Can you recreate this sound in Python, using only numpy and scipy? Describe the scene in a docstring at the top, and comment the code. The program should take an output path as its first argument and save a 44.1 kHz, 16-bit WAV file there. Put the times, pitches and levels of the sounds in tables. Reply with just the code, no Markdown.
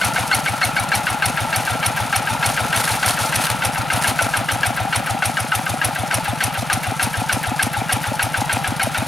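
"""A hand tractor's single-cylinder four-stroke diesel labours through a flooded rice field, a few metres away.
From the start, filtered noise makes the clatter of gears and valve train, a sheet-metal ring and light wind.
About 6.7 times a second, mostly strong and weak by turns, the engine fires: enveloped tones and noise give
injector tick, knock, whistle, exhaust hiss and boom, then the gulp of the intake.
After a second and a half steelwork rattles in spells: random blows on noise, passed through steel resonances."""
import sys
import numpy as np
from scipy import signal
from scipy.fft import rfft, irfft, next_fast_len
from scipy.io import wavfile

SR = 44100
rng = np.random.default_rng(int(sys.argv[2]) if len(sys.argv) > 2 else 0)


def unload_audio(sound):
    """Save the sound as a 16-bit wav file, at the path given as the first command line argument."""
    columns = np.transpose(np.atleast_2d(sound))
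    # keep every value between -1 and 1, then stretch to whole-number steps
    steps = np.round(np.clip(columns, -1, 1) * 32767)
    wavfile.write(sys.argv[1], SR, steps.astype(np.int16))


N = 399987
TIME = np.arange(N) / SR
AGE = np.arange(SR // 12) / SR  # time since a valve or a flame set something going, s

# Levels are relative: the functions add the state of each firing and fixed offsets.
# Wind spectrum: pitch_hz, density_db (per Hz)
WIND_SPECTRUM = [(15, -4), (40, 0), (80, -4), (200, -14), (600, -35), (2000, -70)]
# Gear noise, and treble noise of the valve train: pitch_hz, density_db (per Hz)
GEAR_SPECTRUM = [(100, -10), (180, -3), (290, -8), (410, -16.5), (520, -7), (680, -3), (780, -.5),
                 (920, -1.5), (1090, -10), (1350, -2.5), (1520, -7), (1900, -10), (2500, -10), (4000, -18),
                 (6000, -35)]
CHATTER_SPECTRUM = [(2000, -25), (3800, 0), (5000, .5), (6300, 0), (7500, -3.5), (9000, -1), (10200, 1),
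                    (12000, -4.5), (14000, -15), (15800, -32)]
# Course of the clatter: time_s, body_db, treble_db
CLATTER_LEVEL = [(0.0, -26, -31), (0.68, -27, -35), (1.77, -26, -34), (2.09, -27, -35), (2.75, -25, -32),
                 (3.26, -26, -29), (3.71, -27, -36), (4.02, -25, -35), (4.14, -26, -32), (4.77, -28, -37),
                 (5.48, -29, -35), (6.29, -28, -37), (6.82, -29, -35), (9.07, -28, -37)]
# Steady ring of the engine's sheet metal: pitch_hz, density_db (per Hz)
PANEL_SPECTRUM = [(1000, -60), (1270, -12), (1355, 0), (1440, -12), (1800, -60)]
# The ring fades as the tractor moves on: time_s, level_db
PANEL_LEVEL = [(0, -33), (4.2, -33.5), (5.5, -39), (9.07, -44)]
# Resonances of thin steel parts: pitch_hz, width_hz, level_db
STEEL_MODES = [(4365, 60, -6), (6526, 30, -1), (7600, 50, -5), (8700, 70, -4), (9340, 60, -1),
               (10450, 60, -3), (11200, 60, -5), (12098, 30, -4), (13675, 25, 0), (13930, 40, -2)]

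# Engine speed, sagging as the wheels dig in and surging as they come free: time_s, speed (firings per s)
SPEED = [(0.0, 6.686), (1.16, 6.539), (1.83, 6.702), (2.64, 6.637), (3.5, 6.797), (3.67, 7.193),
         (4.31, 6.666), (4.46, 6.892), (4.77, 6.749), (6.46, 6.774), (6.63, 6.915), (6.78, 6.702),
         (9.07, 6.613)]
# The governor hunts, overfeeding one firing and starving the next:
# time_s, depth (above 0 the even firings are strong, below 0 the odd)
HUNTING = [(0, .55), (.45, .8), (.8, .35), (1.9, 1), (2.8, .7), (3.45, .75), (3.75, 1.1), (3.9, .1),
           (4.5, 0), (4.76, -1.2), (5.06, -1), (5.36, -.25), (6, -1), (6.6, -1.15), (8.05, -.95),
           (8.35, -.5), (9.07, -.5)]
# Hardness of ignition: time_s, knock_db
HARDNESS = [(0, -15.5), (1.15, -15.5), (1.4, -17.7), (2.8, -17), (3.5, -19.5), (3.9, -16), (5.4, -15),
            (6.0, -18), (7.5, -17), (9.07, -17.3)]
# Load on the engine: time_s, power_stroke_db
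LOAD = [(0, -22), (.33, -16.5), (.65, -16.5), (1.1, -21), (2.7, -22.5), (3.3, -25), (4.3, -26.5),
        (4.85, -22), (5.6, -29), (6.35, -22), (6.7, -25), (8.5, -24.5), (8.8, -21.5)]
# The intake turns towards the listener as the tractor passes: time_s, level_db
FACING = [(0, -3.5), (3, -3), (4, -1), (6, 0), (7.5, 1.5), (9.07, 3.5)]

# Resonances rung once a cycle:
# start_s (after firing), rise_s, hold_s, decay_s, pitch_hz, glide (Hz/s), width_hz, level_db
INJECTOR_MODES = [(-.006, .002, .004, .003, 10300, 0, 700, -37),
                  (-.006, .002, .004, .003, 12200, 0, 800, -41),
                  (-.006, .002, .004, .003, 14000, 0, 800, -44)]  # tick just before the firing
KNOCK_MODES = [(0, .0013, .005, .009, 1625, -7500, 70, .3), (0, .0015, .006, .007, 2750, 0, 100, -10),
               (0, .001, .003, .006, 3100, 0, 250, -18), (0, .002, .005, .011, 2050, 0, 300, -11),
               (.0005, .001, .005, .007, 860, 0, 90, -12), (.004, .004, .009, .012, 1320, 0, 60, -10)]  # combustion knock
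WHISTLE_MODES = [(.012, .009, .008, .002, 2180, 3500, 60, -1),
                 (.011, .008, .009, .002, 4230, 10000, 110, -6)]  # tones that grow through the power stroke
HOUSING_MODES = [(.024, .005, .004, .01, 790, 0, 70, -25), (.094, .006, .008, .008, 840, 0, 60, -27.5),
                 (.036, .004, .004, .008, 3600, 0, 200, -36), (.06, .006, .008, .008, 2450, 0, 200, -38)]  # housing and valve gear
SPRING_MODES = [(.034, .001, .005, .007, 9500, 0, 500, -5), (.034, .001, .005, .006, 10900, 0, 600, -7),
                (.034, .001, .004, .005, 5800, 0, 300, -11)]  # valve gear and springs after the exhaust opens
INTAKE_BARK = [(.075, .002, .003, .004, 780, 0, 130, -21), (.078, .002, .003, .004, 560, 0, 100, -32)]
# Air columns: start_s (after firing), rise_s, hold_s, decay_s, first_hz, last_hz, level_db
EXHAUST_BOOM = (.037, .013, .006, .02, 70, 130, -21.2)
INTAKE_GULP = (.0778, .002, .004, .004, 215, 255, -22)
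INTAKE_RING = (.118, .007, .002, .015, 156, 151, -25.5)
# Burning gas, exhaust jet and injection pump: pitch_hz, density_db (per Hz)
BURN_SPECTRUM = [(300, -35), (600, -10), (900, -3), (1100, -6), (1500, 1), (3000, -4), (4500, -11),
                 (7000, -21), (10000, -20), (15000, -38)]
BLOWDOWN_SPECTRUM = [(500, -30), (1500, -6), (2600, -1), (4700, -11), (5800, -4), (7100, -16), (8400, -4),
                     (9800, 0), (11500, -4), (13000, -13), (15500, -28)]
PUMP_SPECTRUM = [(900, -25), (1600, -3), (2250, 0), (3000, -9), (5000, -16), (7500, -20), (10300, -11),
                 (13000, -19), (15500, -27)]

# Spells of rattling steelwork: start_s, hold_s, level_db
RATTLE_SPELLS = [(1.58, .05, -29), (2.05, .02, -28), (2.46, .05, -25), (2.77, .08, -21), (2.87, .09, -24),
                 (3.07, .065, -18), (3.2, .03, -22), (3.24, .05, -26), (3.395, .028, -21),
                 (3.437, .032, -19), (3.497, .014, -19), (3.95, .04, -25), (4.012, .03, -17),
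                 (4.06, .055, -21)]
# Rattle noise: pitch_hz, density_db (per Hz)
RATTLE_SPECTRUM = [(300, -20), (600, -4), (950, 1), (1150, -3), (1400, 0), (2000, -4), (3300, -5),
                   (5000, -9), (7500, -12), (10200, -6), (12500, -13), (15500, -26)]
# Single ticks of steel: start_s, level_db
CLINKS = [(2.5646, -18), (4.8214, -24), (5.1078, -11), (7.1044, -23), (8.1144, -27), (8.2494, -20)]

# Level difference of the two ports: pitch_hz, left_minus_right_db
LEAN = [(60, 0.0), (110, 0.5), (200, 0.5), (380, 0.0), (700, 3.0), (1290, 2.0), (2380, 1.3), (4400, 0.0),
        (8120, 0.5), (15000, 0.0)]
# Phase by which the left port leads: pitch_hz, lead_rad
LEAD = [(30, .3), (70, .7), (120, .85), (260, .75), (520, .65), (1030, .25), (1300, .4), (2500, .1),
        (15000, 0)]
# Sound thrown back from the sides: pitch_hz, level_db
SCATTER = [(60, -22), (250, -22), (700, -20), (3000, -16), (10000, -20)]

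FIRING_COUNT, FIRST_FIRING_S = 61, .012
STARVED_KNOCK_DB, STARVED_STROKE_DB = -5, -5.5  # what a fully starved firing loses
# relative exhaust hiss of an evenly fed firing, and its change with the charge
HISS_DB, OVERFED_HISS_DB, STARVED_HISS_DB = -22.7, 3.8, -9.3
HURRY_S = .007  # a strong firing spins the crank up, so the starved one after it comes early
STARVED_LAG_S = .003  # extra ignition lag of a starved charge
USUAL_SPEED, LAG_S_PER_SPEED = 6.7, .01  # firings per s; a faster engine lights later
SLOW_CRANK_S, QUICK_CRANK_S = .0065, .0018  # valves move later when starved, earlier when full
LOW_CUT_HZ = 33  # the pipes are too small to radiate below this
TOP_HZ = 15800


def amp(db):
    """Decibels are a logarithmic measure of amplitude: convert to gain."""
    return 10 ** (np.asarray(db) / 20)


def unit(x):
    """Mean power fixes the effective amplitude: scale to rms 1."""
    return x / np.sqrt(np.mean(np.abs(x) ** 2) + 1e-20)


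def along(points, hz):
    """Pitch is logarithmic in frequency: read (Hz, value) points on a log axis."""
    point_hz, value = np.transpose(points)
    return np.interp(np.log(hz + 1), np.log(point_hz), value)


def at_times(curve, s):
    """Linear interpolation: read (s, value) points at the given times."""
    return np.interp(s, *np.transpose(curve))


def filtered(x, response):
    """Linear filtering: multiply the spectrum of x by a complex response of frequency."""
    n = x.shape[-1]
    m = next_fast_len(n + 2048)
    return irfft(rfft(x, m) * response(np.fft.rfftfreq(m, 1 / SR)), m)[..., :n]


def wobble(rate, shape):
    """Slow random modulation: wandering curves of rms 1, with rate knots a second."""
    at = np.arange(np.prod(shape)) * (rate / SR)
    knots = rng.standard_normal(int(at[-1]) + 2)
    return unit(np.interp(at, np.arange(len(knots)), knots)).reshape(shape)


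def noise(spectrum, grain_db):
    """Shaped random noise of rms 1, its amplitude modulated in millisecond grains."""
    grains = rng.standard_normal(N) * amp(grain_db * wobble(700, N))
    return unit(filtered(grains.astype(np.float32), lambda hz: amp(along(spectrum, hz)).astype(np.float32)))


def gate(rise, hold, decay, t=AGE):
    """Exponential damping: an envelope that opens, holds and dies away."""
    return np.clip(t / rise, 0, 1) * np.exp(-np.maximum(t - rise - hold, 0) / decay)


def vary(spread):
    """Cycle-to-cycle scatter: one random value for each firing."""
    return spread * rng.standard_normal((FIRING_COUNT, 1))


def place(sounds, times):
    """Superposition: sum short sounds, each at its time."""
    out = np.zeros(N + 2 * SR)  # a second to spare at each end
    for sound, s in zip(sounds, np.ravel(times)):
        out[SR + round(s * SR):][:len(sound)] += sound
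    return out[SR:SR + N]


def air_column(times, level_db, pipe, settle):
    """Pipe resonance: a pressure wave swings in a pipe, its pitch settling as the valve moves."""
    start, rise, hold, decay, first_hz, last_hz, db = pipe
    turns = last_hz * AGE + (first_hz - last_hz) * settle * (1 - np.exp(-AGE / settle))
    swing = np.sin(2 * np.pi * turns * (1 + vary(.012)))
    return place(np.sqrt(2) * amp(db + level_db) * gate(rise, hold, decay) * swing, times + start)


def ring(times, level_db, modes, rough, spread_db):
    """Modal resonance: gliding tones, a little different in pitch and strength at every firing."""
    out, t = 0, AGE[:SR // 20]
    for start, rise, hold, decay, hz, glide, width_hz, db in modes:
        phase = 2 * np.pi * ((hz + vary(width_hz / 2)) * t + glide * t * t / 2) + vary(np.pi)
        tone = np.sin((phase + rough * wobble(3 * width_hz, phase.shape)).astype(np.float32))
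        level = amp(db + level_db + vary(spread_db))
        out = out + place(level * gate(rise, hold, decay, t) * tone, times + start)
    return np.sqrt(2) * out


def taps(rate, spread_db, decay):
    """Random impacts: envelope, rms 1, of parts striking each other rate times a second."""
    chance = rng.random((int(rate * N / SR), 2))
    blows = np.bincount((chance[:, 0] * N).astype(int), amp(spread_db * chance[:, 1]), N)
    return unit(signal.lfilter([1], [1, -np.exp(-1 / (decay * SR))], blows))


def steel(x, ring_db):
    """Forced resonance: thin steel parts add their high modes to whatever shakes them."""
    def response(hz):
        modes = sum(amp(db) * 1j * hz * width / (centre ** 2 - hz ** 2 + 1j * hz * width)
                    for centre, width, db in STEEL_MODES)
        return 1 + amp(ring_db) * modes
    return filtered(x, response)


def firings():
    """Governor hunting: time, starvation (0 to about 1) and hiss dB of each firing."""
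    number = np.arange(FIRING_COUNT)[:, None]
    firings_so_far = np.cumsum(at_times(SPEED, TIME)) / SR
    due = FIRST_FIRING_S + np.interp(number, firings_so_far, TIME)
    charge = at_times(HUNTING, due) * (-1) ** number
    overfed, starved = np.maximum(charge, 0), np.maximum(-charge, 0)
    hiss_db = HISS_DB + OVERFED_HISS_DB * overfed + STARVED_HISS_DB * starved
    return due - HURRY_S * starved, starved, hiss_db


def wind():
    """Turbulence: low noise of slowly wandering level, independent at the two ports."""
    level = amp(-57 + 4.5 * wobble(5, (2, N)))
    return level * np.array([noise(WIND_SPECTRUM, grain_db=1) for port in range(2)])


def clatter():
    """Impact noise: gears and valve train, shaken hardest after a strong power stroke."""
    s, body_db, treble_db = np.transpose(CLATTER_LEVEL)
    fired, _, hiss_db = firings()
    shake = place(amp(.45 * (hiss_db + 24) + vary(1.5)) * gate(.015, .04, .014), fired + .016)
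    # the intake valve seats
    tappet = place(amp(vary(3)) * gate(.001, .002, .004), fired + .123 + vary(.003))
    body = amp(np.interp(TIME, s, body_db) - .7) * (1 + .5 * shake) * noise(GEAR_SPECTRUM, grain_db=1.8)
    ticking = .65 + .45 * taps(rate=120, spread_db=18, decay=.006)
    ticking = ticking * (1 + .75 * shake + .8 * tappet)
    treble = amp(np.interp(TIME, s, treble_db) - 2.8) * ticking * noise(CHATTER_SPECTRUM, grain_db=1.3)
    return body + steel(treble, ring_db=2.5)


def panel():
    """Plate resonance: the engine's sheet metal rings as narrow-band noise."""
    return amp(at_times(PANEL_LEVEL, TIME)) * noise(PANEL_SPECTRUM, grain_db=1)


def injector(s, weak):
    """Impact: the injector ticks just before each firing, louder before a weak one."""
    return ring(s, -5 + 6 * weak, INJECTOR_MODES, rough=.9, spread_db=3)


def knock(flame, knock_db):
    """Impulsive excitation: the sudden flame rings the combustion resonances."""
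    return ring(flame, knock_db, KNOCK_MODES, rough=.5, spread_db=1.6)


def burn(flame, knock_db, stroke_db):
    """Combustion roar: gas rushes in a short burst, then through the power stroke."""
    burst = amp(knock_db - 9.5) * gate(.0005, .002, .003)
    push = amp(np.minimum(stroke_db, -24) - 1) * gate(.002, .026, .003)
    return place(burst + push, flame) * noise(BURN_SPECTRUM, grain_db=1.5)


def whistle(s, weak, stroke_db):
    """Gas resonance: rising tones, which fall away steeply below the hardest power strokes."""
    level_db = stroke_db + 1.4 * np.minimum(stroke_db + 20, 0) + .8
    low = ring(s, level_db + 2 * weak, WHISTLE_MODES[:1], rough=.3, spread_db=1.5)
    high = ring(s, level_db - 15 * weak, WHISTLE_MODES[1:], rough=.2, spread_db=1.5)
    return low + high


def housing(late, weak):
    """Structural resonance: housing and valve gear are rung once a cycle."""
    return ring(late, 1.5 * weak, HOUSING_MODES, rough=.6, spread_db=2.2)


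def exhaust_hiss(s, hiss_db):
    """Jet noise: the valve cracks open, then the piston pushes the rest of the gas out."""
    jet = gate(.001, .007, .003) + amp(-18) * gate(.012, .01, .022)
    return place(amp(hiss_db + 1) * jet, s + .033) * noise(BLOWDOWN_SPECTRUM, grain_db=1.2)


def springs(s, hiss_db):
    """Free vibration: valve gear and springs jingle after the exhaust opens."""
    return ring(s, hiss_db, SPRING_MODES, rough=.8, spread_db=2)


def exhaust_boom(s, weak, facing_db):
    """Pipe resonance: the exhaust column booms at rising pitch, swinging negative first."""
    return -air_column(s - .0005 * weak, .2 * facing_db + vary(.6), EXHAUST_BOOM, settle=.019)


def intake(late, facing_db):
    """Pipe resonance: the intake barks and gulps, then its air column rings on."""
    bark = ring(late, .4 * facing_db, INTAKE_BARK, rough=.4, spread_db=1.8)
    gulp = air_column(late, facing_db + vary(.8), INTAKE_GULP, settle=.005)
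    shut = air_column(late, .3 * facing_db + vary(1.1), INTAKE_RING, settle=.01)
    return bark + gulp + shut


def injection_pump(s, lag, weak):
    """Ignition lag: a weak charge lights late, so the pump is heard before its knock."""
    level = amp(-26.5 + vary(1.5)) * weak
    return place(level * gate(.002, .006, .004), s + lag - .009) * noise(PUMP_SPECTRUM, grain_db=2)


def engine():
    """Four-stroke cycle: each firing's charge and crank speed set its sounds."""
    s, weak, hiss_db = firings()
    lag = STARVED_LAG_S * weak + LAG_S_PER_SPEED * (at_times(SPEED, s) - USUAL_SPEED)
    flame = s + lag + .0012
    knock_db = at_times(HARDNESS, s) + STARVED_KNOCK_DB * weak
    stroke_db = at_times(LOAD, s) + STARVED_STROKE_DB * weak
    facing_db = at_times(FACING, s)
    # after a weak firing the crank turns slower, so the intake opens later
    late = s - QUICK_CRANK_S + SLOW_CRANK_S * weak
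    combustion = knock(flame, knock_db) + burn(flame, knock_db, stroke_db) + whistle(s, weak, stroke_db)
    exhaust = exhaust_hiss(s, hiss_db) + springs(s, hiss_db) + exhaust_boom(s, weak, facing_db)
    injection = injector(s, weak) + injection_pump(s, lag, weak)
    return injection + combustion + housing(late, weak) + exhaust + intake(late, facing_db)


def steelwork():
    """Impact and resonance: frame and cage wheels rattle in spells and tick now and then."""
    spells = place([amp(db) * gate(.003, hold, .01, TIME[:SR // 5]) for _, hold, db in RATTLE_SPELLS],
                   np.array(RATTLE_SPELLS)[:, 0])
    ticks = place([amp(db - 11) * gate(.0003, .0006, .002) for _, db in CLINKS], np.array(CLINKS)[:, 0])
    # the play of a joint limits its hardest blow
    blows = np.tanh(.7 * taps(rate=300, spread_db=14, decay=.003))
    rattle = amp(1.5) * spells * (.1 + blows) * noise(RATTLE_SPECTRUM, grain_db=1.6)
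    return steel(rattle + ticks * noise(CHATTER_SPECTRUM, grain_db=1.2), ring_db=4)


def scene():
    """Propagation: the tractor reaches two ports unequally, the field scatters a little, wind rumbles."""
    sources = clatter() + panel() + engine() + steelwork()
    tractor = filtered(sources, lambda hz: hz ** 3 / (hz ** 3 + LOW_CUT_HZ ** 3))
    sides = np.array([[1], [-1]])  # left, right
    direct = filtered(tractor, lambda hz: amp(sides * along(LEAN, hz) / 2)
                      * np.exp(.5j * sides * along(LEAD, hz)))
    # the scattered tail falls 60 dB in .2 s, opposite in sign at the two ports
    tail = rng.standard_normal(SR // 5) * amp(-60 * TIME[:SR // 5] / .2)
    scattered = filtered(tractor, lambda hz: amp(along(SCATTER, hz)))
    field = sides * signal.oaconvolve(scattered, tail / np.linalg.norm(tail))[:N]
    return direct + field + wind()


def record(dry):
    """Band limiting: nothing at or above TOP_HZ passes."""
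    return filtered(dry, lambda hz: hz < TOP_HZ)


dry = scene()
out = record(dry)
unload_audio(out)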